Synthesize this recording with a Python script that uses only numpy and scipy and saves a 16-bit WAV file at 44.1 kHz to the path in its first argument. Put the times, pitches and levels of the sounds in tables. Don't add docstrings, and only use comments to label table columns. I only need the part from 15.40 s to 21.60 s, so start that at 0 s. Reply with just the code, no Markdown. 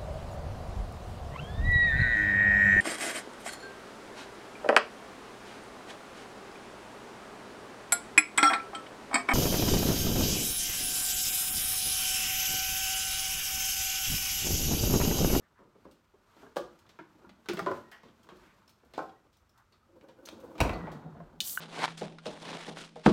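import sys
import numpy as np
from scipy import signal
from scipy.fft import rfft, irfft, next_fast_len
from scipy.io import wavfile
from scipy.ndimage import map_coordinates

SR = 44100
rng = np.random.default_rng(int(sys.argv[2]) if len(sys.argv) > 2 else 0)


def rack_gain(trim_db):
    fader = np.asarray(trim_db, float)
    return 10 ** (fader / 20)


def wav_record(signal):
    frames = np.transpose(np.atleast_2d(signal))
    bounded = np.clip(frames, -1, 1)
    quanta = np.round(bounded * 32767).astype(np.int16)
    wavfile.write(sys.argv[1], SR, quanta)


N = 273464

# frequency_hz, density_db_per_hz
HUSH_SPECTRUM = [(15, -41), (25, 4.5), (97, 5.5), (161, -17.5), (545, -21.5), (641, -33), (1230, -5.5),
                 (1740, -18.5), (3450, -37), (5430, -28), (16000, -37)]
# start_s, level_db, pitch_hz, decay_t60_s
FOOTFALLS = [(0.015, -68, 79.5, .3), (0.204, -55, 38, .3), (0.451, -57, 60, .35), (0.961, -66, 60, .3),
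             (1.205, -59, 56, 0.33), (2.959, -58, 49.6, .45), (3.457, -54, 68, 0.39),
             (3.886, -60, 61, 0.44), (4.15, -65, 122, 0.33), (4.735, -65, 71.6, 0.27),
             (4.872, -62, 96, .26)]
# peak_s, level_db, rise_s, fall_s, brightness_db
STROKES = [(0.02, -74.5, 0.091, 0.17, -10), (0.45, -74.5, 0.086, 0.13, 3), (1.02, -63.5, 0.11, 0.11, 6),
           (1.33, -70.5, 0.11, 0.32, 2.5), (1.85, -67.5, 0.17, 0.078, -5), (2.15, -54.5, .03, 0.2, 0),
           (2.37, -53.5, 0.18, 0.061, -1), (3.02, -63, 0.25, 0.24, 1), (3.49, -79, 0.052, 0.087, -13),
           (3.63, -66.5, 0.048, 0.065, 8.5), (4.68, -71.5, 0.25, 0.072, -12), (4.94, -62, 0.12, 0.66, -5.5),
           (5.06, -65, 0.072, 0.78, -11)]
# rest_db, gain_re_stroke_db, brightness_share, slam_rattle_db, rattle_fall_db_per_s
RUB_LAYERS = [
    (-77.5, -14, -0.68, -53.5, 15),
    (-78.5, -1, -0.26, -41, 31.5),
    (-79, -3, 0.82, -43.5, 45.5),
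    (-78, -7.5, 0.94, -61, 58),
]
# frequency_hz, density_db_per_hz
RUMBLE_SPECTRUM = [(20, -36), (54, -2.5), (81, -1.5), (113, -2), (200, -3.5), (260, -16), (440, -120)]
PLASTIC_SPECTRUM = [(59, -50), (144, -8.5), (235, 3.5), (280, -5), (333, -1), (482, -5.5), (900, -9),
                    (1170, -28), (1980, -120)]
SCRAPE_SPECTRUM = [(350, -32), (600, -4), (768, -15), (870, 1), (1420, -1), (2250, -19), (4420, -25),
                   (7480, -120)]
RUSTLE_SPECTRUM = [(1180, -6.5), (2240, -8), (4380, -12.5), (7570, -17.5), (9170, -21), (10400, -21),
                   (14000, -22.5), (16000, -32.5)]
# centre_s,
# level_db, centre_hz, half_length_s
SCUFFS = [(0.05, -68, 1400, 0.026), (0.183, -64.5, 1300, 0.024), (1.86, -70, 1180, 0.048),
          (3.081, -67, 1900, 0.071), (4.193, -63.5, 1130, 0.036), (6.198, -50, 1320, 0.0079)]
# start_s, peak_db, crack_re_body_db, chatter_s
THUDS = [(0.19, -50.5, -10, 0.054), (0.218, -51, -35, 0.03), (0.351, -51.5, -21, 0.024),
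         (0.452, -41, -24, 0.017), (0.736, -56, -30, 0.041), (0.965, -50, -2, 0.017),
         (1.815, -52.5, -14, 0.07), (2.633, -49, -2.5, 0.043), (2.919, -48.5, -33, 0.022),
         (3.848, -56, -32, 0.022), (4.788, -52.5, -21, 0.014)]
# start_s, peak_db, centre_hz, crack_re_body_db, chatter_s
BUMPS = [(0.889, -60, 1190, -16, 0.015), (1.029, -46, 420, -16, 0.017), (1.064, -48, 297, -17, 0.01),
         (2.059, -47.5, 1210, 1, 0.01), (2.517, -44, 1900, -15, 0.042), (2.889, -40.5, 1090, -5, .018),
         (3.433, -56.5, 563, -20, 0.01), (3.537, -48, 650, 9, 0.033), (4.641, -53, 507, -29, 0.011),
         (4.686, -47.5, 484, -2, 0.02), (5.154, -40.5, 424, -7, 0.019), (5.47, -37, 690, -25, 0.049),
         (5.648, -45, 236, -34, 0.03), (5.747, -61, 690, -27, 0.029), (5.802, -41.5, 560, -37, 0.0091)]
# start_s, level_db, pitch_hz, decay_t60_s
TOUCHES = [(0.19, -60, 420, 0.13), (0.455, -57, 348, .12), (0.74, -53, 406, 0.083),
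           (0.453, -50, 1000, 0.057), (0.455, -62, 526, 0.093), (0.89, -62, 1150, .06),
           (1.003, -51, 294, 0.064), (1.03, -49, 1110, .05), (1.031, -48, 835, .05),
           (1.033, -53, 1400, 0.09), (1.062, -53, 690, .06), (1.064, -51, 1610, .05),
           (1.1656, -33, 850, 0.041), (1.166, -39, 1187, .06), (1.1683, -46, 1600, .06),
           (1.192, -30, 565, 0.11), (1.205, -38, 343, .12), (1.25, -42, 358, 0.088),
           (1.1675, -21, 562, 0.047), (1.28, -59, 1197, 0.18), (1.59, -40, 1375, 0.055),
           (1.592, -43, 974, .08), (1.592, -42.5, 654, 0.053), (1.593, -47, 1620, 0.057),
           (1.6, -51, 2130, 0.055), (1.61, -42.5, 328, 0.11), (1.752, -54, 306, 0.17),
           (1.843, -46, 347, 0.089), (1.846, -51, 950, 0.074), (1.848, -51, 1400, .06),
           (1.87, -50, 200, 0.12), (1.912, -48, 198, 0.11),
           (2.058, -49, 1520, 0.069), (2.096, -26.5, 353, 0.091), (2.1103, -32.5, 353, 0.088),
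         (2.139, -33.5, 190, 0.12), (2.172, -38, 2090, .04), (2.174, -41, 2700, .05),
         (2.18, -32, 356, 0.14), (2.182, -35.5, 662, 0.18), (2.198, -35, 804, 0.094),
         (2.191, -27.5, 1390, .045), (2.192, -31, 1190, 0.072), (2.193, -29.5, 1900, 0.031),
         (2.195, -36, 352, .06), (2.22, -34.5, 183, 0.2), (2.264, -26.5, 1021, 0.18),
         (2.272, -25.5, 398, .1), (2.295, -34, 369, 0.11), (2.307, -27.5, 372.4, 0.13),
         (2.31, -30.5, 546, 0.13), (2.312, -41, 1020, 0.074), (2.515, -59, 830, 0.31),
         (2.52, -56.5, 1745, .15), (2.635, -50, 1053, 0.051), (2.649, -54.5, 238, 0.35),
         (2.907, -50, 1100, 0.09), (2.918, -50, 363.6, .35), (3.435, -61, 480, 0.12),
         (3.459, -58, 250, 0.092),
           (4.34, -62, 1250, .08), (4.43, -59.5, 1290, .06), (4.505, -61, 547, .2), (4.555, -54, 513, 0.18),
           (4.64, -55, 554, .12), (4.64, -66, 1490, .12), (4.69, -56, 950, .08), (4.788, -51.5, 517, 0.081),
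           (4.788, -58, 950, .08), (4.788, -61, 1500, .15), (4.886, -51, 310, .12),
           (4.886, -42, 630, 0.054), (4.93, -58, 340, 0.18), (4.69, -49, 520, 0.14), (4.53, -59, 350, .2),
           (5.05, -49, 330, .1), (5.085, -54, 530, 0.17), (5.2032, -15, 2250, .014),
           (5.2036, -14.5, 2640, 0.013), (5.2035, -24, 823, 0.028), (5.2115, -23.5, 800, 0.028),
           (5.214, -17, 2680, .015), (5.152, -46, 560, .07), (5.17, -47, 292, .1), (5.182, -42, 950, 0.058),
           (5.255, -31, 277, .25), (5.385, -45.5, 243, 0.33), (5.39, -41, 502, .12), (5.48, -43, 607, 0.13),
           (5.35, -50, 1170, 0.32), (5.66, -48, 738, .15), (5.75, -52, 703, .12),
           (5.2045, -26.5, 7870, 0.014), (5.205, -29, 9500, 0.009), (5.206, -22, 678, 0.065),
           (5.208, -33.5, 1504, 0.096), (5.213, -33, 5600, 0.022), (5.294, -35, 2680, .03),
           (5.473, -35, 874, 0.072), (5.527, -42, 850, 0.069), (5.555, -35, 213, 0.095),
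           (5.748, -51, 1040, .06), (5.803, -43.5, 690, 0.11), (5.803, -45, 1046, .06)]
# start_s, peak_db, centre_hz, chatter_s, tilt_db_per_octave
PAPER_SNAPS = [(0.5126, -48.5, 2730, .017, 4.5), (1.39, -54, 5200, 0.0097, 4),
               (1.492, -46.5, 3500, .017, -2), (1.893, -43.5, 3170, 0.009, -5.5),
               (3.021, -58, 2500, .0075, 0.5), (3.9296, -57.5, 2810, 0.031, 1),
               (4.854, -44, 6550, .0056, 3), (4.872, -37.5, 4200, 0.013, -2.5),
               (4.888, -29.5, 3600, 0.0031, -1.5), (5.5173, -44, 3100, 0.021, 2.5),
               (5.793, -63, 3260, .006, -14)]
# start_s, peak_db, centre_hz, chatter_s, tilt_db_per_octave
TIN_TICKS = [(1.4646, -51, 3540, 0.0097, -6), (2.684, -52, 3170, 0.014, -4), (2.832, -51, 3100, 0.016, 5.5),
             (2.969, -59, 4300, 0.0063, 4), (3.2777, -51.5, 5300, 0.0091, 4),
             (3.694, -53, 3300, 0.0075, -4.5), (3.969, -58, 5740, .0062, 8), (4.094, -58, 5430, 0.0091, 6),
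             (4.3235, -53, 4500, 0.022, -2.5), (4.6114, -49.5, 2530, 0.0043, -5.5),
             (4.858, -36, 6300, .0045, 6.5), (5.3342, -39, 4280, 0.0083, -2)]
# start_s, peak_db
FILM_CRINKLES = [(2.35, -55), (2.515, -43.5), (3.2938, -52), (3.4493, -59), (3.507, -63), (4.177, -54),
                 (5.002, -52)]
# centre_hz, chatter_s, tilt_db_per_octave, ring_db
FILM_SOUND = (12000, 0.013, 5.2, 3)
# start_s, peak_db, centre_hz, chatter_s, tilt_db_per_octave
SEAL_CLAPS = [
    (5.2043, -19, 2500, .0005, -7),
    (5.2135, -27, 2500, .004, 4),
    (5.2945, -28, 2600, .0012, -8),
]
# frequency_hz, level_db
CRACK_SPECTRUM = [(800, -0.5), (2000, 2.5), (4000, 4), (7000, -5), (11000, -11.5), (16000, -16.5)]
# start_s, peak_db, crack_re_body_db, chatter_s, crack_tilt_db_per_octave; centre_hz, width_hz, level_db
BIN = ([(1.160, -32, -13, 0.0036, 5), (1.166, -22.5, -10.5, 0.0086, 2.5), (1.184, -34, -18, 0.012, -1)],
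        [(243, 57, -13), (332, 62, -2), (574, 130, -2), (740, 120, -5.5), (845, 77, -4.5), (1190, 93, -7.5),
        (1560, 190, -10.5), (1900, 160, -39)])
JAR = ([(1.589, -38, -7, 0.02, -6.5)], [(330, 33, 0.5), (684, 110, -9), (970, 160, 0), (1520, 210, -1.5),
        (2070, 1300, -9.5)])
TRAY = ([(2.087, -34, 11, 0.0077, -3.5), (2.097, -30, -5, 0.02, -5), (2.134, -33.5, -1.5, 0.004, 11),
         (2.171, -32, 0, 0.013, -3.5), (2.192, -27, -4.5, 0.0052, 2), (2.224, -35.5, -27, 0.0036, -1.5)],
         [(348, 35, -0.5), (690, 48, -12.5), (950, 42, -15), (1180, 33, -13), (1410, 95, -10),
         (1900, 114, -21)])
RACK = ([(2.262, -21.5, -21, 0.0073, -10), (2.270, -22.5, -30, 0.011, -5.5),
         (2.283, -26.5, -35, 0.013, -1.5), (2.314, -25.5, -7.5, 0.0056, -9)], [(353, 40, 2), (600, 23, 2),
         (1000, 37, 0.5), (1210, 15, -5), (1460, 23, -5.5), (1920, 21, -22.5)])
SHELF = ([(3.578, -22, -19, 0.0048, -0.44), (3.590, -25, -26, 0.0079, -1.5)], [(335, 124, 1),
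          (610, 180, 0.5), (798, 58, 6), (1050, 39, 0.5), (1250, 15, 1), (1480, 57, -4), (2040, 21, -17)])
DOOR = ([(5.181, -37, 0, 0.034, -3), (5.2035, -16.5, -5.5, 0.0025, 2.5), (5.210, -15.5, -10, 0.0038, 2.5),
         (5.226, -24.5, -28, 0.02, -12), (5.250, -23, -24, 0.016, -8), (5.294, -26.5, -16, 0.015, -14)],
         [(146, 27, 5), (183, 145, 1.5), (328, 55, 4), (484, 48, -3.5), (678, 134, 0), (895, 46, -2),
         (1000, 190, -4.5), (1400, 370, -32), (1900, 280, -30), (2500, 390, -12.5)])
# centre_hz, width_hz, level_db
CABINET_WALLS = [(210, 55, -9), (850, 4000, -23)]
# start_s, level_db, pitch_hz, decay_t60_s
GLASS = [(2.44, -62, 1880, 0.28), (2.517, -53, 1900, 0.18), (3.715, -69, 1870, 0.15),
         (3.76, -71.5, 1925, 0.6), (5.31, -47.5, 2005, 0.4), (5.41, -54, 1914, 0.38),
         (5.334, -58, 4480, 0.092), (5.585, -76, 3740, 0.82)]
# time_s, level_db
DOOR_SWING = [(4.49, -69), (4.53, -61.5), (4.63, -66), (4.65, -54.5), (4.77, -68), (4.79, -61), (4.85, -58),
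              (4.95, -54.5), (5.2, -54.5)]
# frequency_hz, density_db_per_hz
HINGE_SPECTRUM = [(120, -27), (250, -5.5), (330, 6.5), (420, -4), (540, 4.5), (680, -16), (950, -9),
                  (1200, -19), (1500, -15), (1750, -40)]
# start_s, level_db, pitch_hz, decay_t60_s
CABINET_AIR = [
    (5.207, -15, 57.3, 0.16),
    (5.208, -18, 127, 0.11),
    (5.21, -24.5, 86.5, 0.2),
    (5.840, -44, 37.1, 0.26),
]
# centre_s, level_db
SHELF_SWINGS = [(5.3, -54), (5.395, -47.5), (5.44, -42), (5.51, -47.5), (5.565, -45.5), (5.67, -43),
                (5.73, -48.5), (5.82, -46.5), (5.991, -55.5)]
# start_s, peak_db, loudest_hz
TEARS = [
    (6.0044, -15, 3900),
    (6.0101, -25.5, 3900),
    (6.0144, -24, 5800),
    (6.019, -29, 5000),
    (6.026, -33, 5300),
]
# pitch_hz, level_db, decay_t60_s
LID_MODES = [(3010, -13, 0.018), (3810, 1.5, 0.0061), (4300, -2, .004), (4900, -10, 0.0078),
             (5900, -5, .01), (6640, -7, 0.012), (8340, -3.5, 0.0067), (9550, -4, 0.0052), (11900, 3, .003),
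             (14200, 13, 0.0036)]
# time_s, level_db
VENT = [
    (6.035, -49.5),
    (6.07, -37),
    (6.125, -38.5),
    (6.15, -42),
    (6.2, -52),
]
# frequency_hz, density_db_per_hz
LOW_JET_SPECTRUM = [(470, -45), (1150, -12), (2620, -8), (3020, 4), (4800, 8), (8000, -5), (10400, -9),
                    (17600, -120)]
HIGH_JET_SPECTRUM = [(3530, -60), (6000, -8.5), (8750, -6), (10500, -8.5), (11200, -1), (12600, -8.5),
                     (14200, -2.5), (15200, -5), (16100, -16.5)]
# start_s, peak_db, then modes of pitch_hz, level_db, decay_t60_s
FLAP_POP = (6.1745, -20, [(1500, 9.5, 0.018), (2900, -9, 0.027), (2170, -24, 0.0055)])
# frequency_hz, decay_t60_s
ROOM_DECAY = [(100, 0.59), (500, 0.39), (2000, 0.34), (6000, 0.35), (14000, 0.24)]
# centre_hz, width_hz, depth_0_to_1
MIC_PORT = (10360, 860, 0.35)

CLOCK_S = np.arange(N) / SR
T = np.arange(SR // 2) / SR


def unit(x):
    return x / np.sqrt(np.mean(x ** 2) + 1e-20)


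def peak(x, db):
    return rack_gain(db) * x / np.abs(x).max()


def add(track, s, sound):
    part = track[round(s * SR):][:len(sound)]
    part += sound[:len(part)]


def along(points, hz):
    f, v = np.transpose(points)
    return np.interp(np.log(hz + 1), np.log(f + 1), v)


def envelope(rows):
    s, db = np.transpose(rows)
    return rack_gain(np.interp(CLOCK_S, s, db, -150, -150))


def filtered(x, response):
    n = x.shape[-1]
    m = next_fast_len(n + 4096)
    spectrum = rfft(x, m) * response(np.fft.rfftfreq(m, 1 / SR))
    return irfft(spectrum, m)[..., :n]


def wander(count, rate_hz):
    return map_coordinates(rng.standard_normal(count), [np.arange(N) * rate_hz / SR])


def rush(spectrum, grain_db, grain_rate):
    lumps = wander(N // 20, grain_rate)
    grains = rng.standard_normal(N) * rack_gain(grain_db * lumps)
    return unit(filtered(grains, lambda hz: rack_gain(along(spectrum, hz))))


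def ring(modes):
    return sum(rack_gain(db - 60 * T / t60) * np.sin(2 * np.pi * hz * T) for hz, db, t60 in modes)


def tones(table, rise):
    out = np.zeros(N)
    for s, db, hz, t60 in table:
        add(out, s, ring([(hz, db, t60)]) * (1 - np.exp(-T / rise)))
    return out


def chatter(length, sharp):
    length = np.clip(length, .0004, .06)
    x = rng.standard_normal(SR // 8) * np.exp(-T[:SR // 8] / length)
    x[0] += sharp * np.sqrt(length * SR)
    return x / np.linalg.norm(x)


def crack(length, tilt_db, centre_hz=4000, lobe_db=-30):
    def response(hz):
        tilted = rack_gain(along(CRACK_SPECTRUM, hz) + tilt_db * np.log2(hz / 4000 + 0.02))
        lobe = 1 + rack_gain(lobe_db) / (1 + ((hz - centre_hz) / (0.029 * centre_hz)) ** 2)
        return tilted * lobe
    return filtered(chatter(length, sharp=0.18), response)


def resonate(x, peaks, scatter):
    moved = []
    for centre, width, db in peaks:
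        moved.append((centre * (1 + scatter * rng.standard_normal()), max(width, 25 + centre / 16), db))

    def response(f):
        body = 0
        for k, (c, w, db) in enumerate(moved):
            body = body + (-1) ** k * rack_gain(db) * 1j * f * w / (c * c - f * f + 1j * f * w)
        return body / (1 + 1j * f / 3500) ** 2
    return filtered(x, response)


def hush():
    return rack_gain(-74) * rush(HUSH_SPECTRUM, grain_db=-2.0, grain_rate=29)


def footfalls():
    return rack_gain(-1.0) * tones(FOOTFALLS, rise=0.014)


def effort(rest_db, gain_db, share, rattle_db, fall_db):
    slam_s, stroke_drop_db = 5.22, 12
    since = CLOCK_S - slam_s
    gain = rack_gain(rest_db) + (CLOCK_S > slam_s) * rack_gain(rattle_db - fall_db * since)
    for s, db, rise, fall, bright_db in STROKES:
        distance = np.maximum((s - CLOCK_S) / rise, (CLOCK_S - s) / fall)
        gain += rack_gain(db + gain_db + share * bright_db - stroke_drop_db * distance)
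    return gain


def rubbing():
    rumble, plastic, scrape, rustle = [effort(*layer) for layer in RUB_LAYERS]
    x = rumble * rush(RUMBLE_SPECTRUM, grain_db=1.5, grain_rate=15)
    x += plastic * rush(PLASTIC_SPECTRUM, grain_db=2, grain_rate=40)
    x += scrape * rush(SCRAPE_SPECTRUM, grain_db=2.5, grain_rate=99)
    return x + rustle * rush(RUSTLE_SPECTRUM, grain_db=1, grain_rate=96)


def scuffs():
    out = np.zeros(N)
    for s, db, hz, half in SCUFFS:
        noise = rng.standard_normal(len(T))
        band = unit(filtered(noise, lambda f: 1 / (1 + (np.log(f / hz + 1e-3) / 0.39) ** 4)))
        lead = 2 * min(half, s / 2)
        add(out, s - lead, rack_gain(db) * band * np.exp(-((T - lead) / half) ** 2))
    return out


def bumps():
    out = np.zeros(N)
    thuds = [(s, db, 355, *rest) for s, db, *rest in THUDS]
    for s, db, hz, crack_db, length in sorted(BUMPS + thuds):
        body = [(hz * 0.49, hz * 0.3, -6), (hz, hz * 0.22, 0), (hz * 1.546, hz * 0.2, -4),
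                (hz * 2.86, hz * 0.79, -12)]
        add(out, s, peak(resonate(chatter(length, sharp=0.2), body, scatter=0.016), db))
        add(out, s, peak(crack(length, tilt_db=-3.5), db + crack_db))
    return out


def touches():
    return tones(TOUCHES, rise=0.0013)


def clicks():
    out = np.zeros(N)
    events = [(*row, -7) for row in PAPER_SNAPS]
    events += [(*row, 11) for row in TIN_TICKS]
    events += [(*row, *FILM_SOUND) for row in FILM_CRINKLES]
    events += [(*row, 8) for row in SEAL_CLAPS]
    for s, db, hz, length, tilt_db, lobe_db in events:
        add(out, s, peak(crack(length, tilt_db, hz, lobe_db), db))
    return out


def knocks():
    out = np.zeros(N)
    for blows, peaks in BIN, JAR, TRAY, RACK, SHELF, DOOR:
        for s, db, crack_db, length, tilt_db in blows:
            touch = chatter(length, sharp=0.37)
            body = resonate(touch, peaks, scatter=0.0031) + resonate(touch, CABINET_WALLS, scatter=0.17)
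            add(out, s, peak(body, db))
            add(out, s, peak(crack(1.54 * length, tilt_db), db + crack_db))
    return out


def bottles():
    return tones(GLASS, rise=0.0027)


def door_swing():
    return envelope(DOOR_SWING) * rush(HINGE_SPECTRUM, grain_db=5.5, grain_rate=44)


def door_thump():
    return tones(CABINET_AIR, rise=0.0068)


def shelf_hum():
    pitch_hz = 160 + 9 * wander(300, rate_hz=30)
    half_s = 0.026
    swings = sum(rack_gain(db) * np.exp(-((CLOCK_S - s) / half_s) ** 2) for s, db in SHELF_SWINGS)
    return swings * np.sqrt(2) * np.sin(2 * np.pi * np.cumsum(pitch_hz) / SR)


def tab():
    out = np.zeros(N)
    high_pass = signal.butter(4, 2700, "high", fs=SR, output="sos")
    for s, db, centre_hz in TEARS:
        lid = ring([(hz, level - 7 * np.log2(hz / centre_hz) ** 2, t60) for hz, level, t60 in LID_MODES])
        tear = signal.fftconvolve(lid, chatter(0.00034, sharp=1.4))
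        add(out, s, peak(signal.sosfilt(high_pass, tear), db))
    counter_s, counter_db = .00165, -7.5
    return out + rack_gain(counter_db) * np.roll(out, round(counter_s * SR))


def gas():
    puff_s, puff_db, puff_fall_db_per_s = 6.008, -38.5, 190
    since = CLOCK_S - puff_s
    puff = (since > 0) * rack_gain(puff_db - puff_fall_db_per_s * np.abs(since))
    jet = envelope(VENT)
    low = puff + rack_gain(-16.5) * jet
    high = jet + rack_gain(-7) * puff ** 2 / rack_gain(puff_db)
    out = low * rush(LOW_JET_SPECTRUM, grain_db=5.5, grain_rate=420)
    out += high * rush(HIGH_JET_SPECTRUM, grain_db=0.5, grain_rate=330)
    return out + rack_gain(-21) * jet * rush(RUSTLE_SPECTRUM, grain_db=-0.5, grain_rate=150)


def flap():
    out = np.zeros(N)
    s, db, modes = FLAP_POP
    add(out, s, peak(ring(modes) * (1 - np.exp(-T / 0.00039)), db))
    return out


def kitchen(x):
    out, step = np.zeros(N), SR // 4
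    for k in range(0, N, step):
        hz, t, z = signal.stft(rng.standard_normal(SR * 3 // 4), SR, nperseg=256)
        decay = rack_gain(-60 * t / along(ROOM_DECAY, hz)[:, None])
        tail = signal.istft(z * decay, SR, nperseg=256)[1]
        tail *= 1 - np.exp(-np.arange(len(tail)) / SR / 0.0017)
        add(out, k / SR, signal.fftconvolve(x[k:k + step], tail / np.linalg.norm(tail)))
    return out


def scene():
    small = signal.butter(4, 120, "high", fs=SR, output="sos")
    far = signal.sosfilt(small, bumps() + clicks() + knocks()) + bottles()
    near = signal.sosfilt(small, tab() + gas() + flap())
    touch = touches()
    thump = footfalls() + door_thump()
    wet = kitchen(rack_gain(-5) * far + rack_gain(-14.5) * near + rack_gain(-7.5) * thump + rack_gain(-16.5) * touch)
    friction = rubbing() + scuffs() + door_swing() + shelf_hum()
    return (far + near + touch + thump + wet + friction + hush())[None]


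def roll_off(x):
    return signal.sosfilt(signal.butter(12, 16540, fs=SR, output="sos"), x)


def record(dry):
    centre_hz, width_hz, depth = MIC_PORT

    def response(hz):
        bass = hz ** 3 / (hz ** 3 + 30 ** 3)
        notch = 1 - np.clip(depth, 0, 1) / (1 + ((hz - centre_hz) / width_hz) ** 2)
        return (hz < 16040) * bass * notch
    mix = filtered(dry, response)
    return roll_off(mix)


dry = scene()
out = record(dry)
wav_record(out)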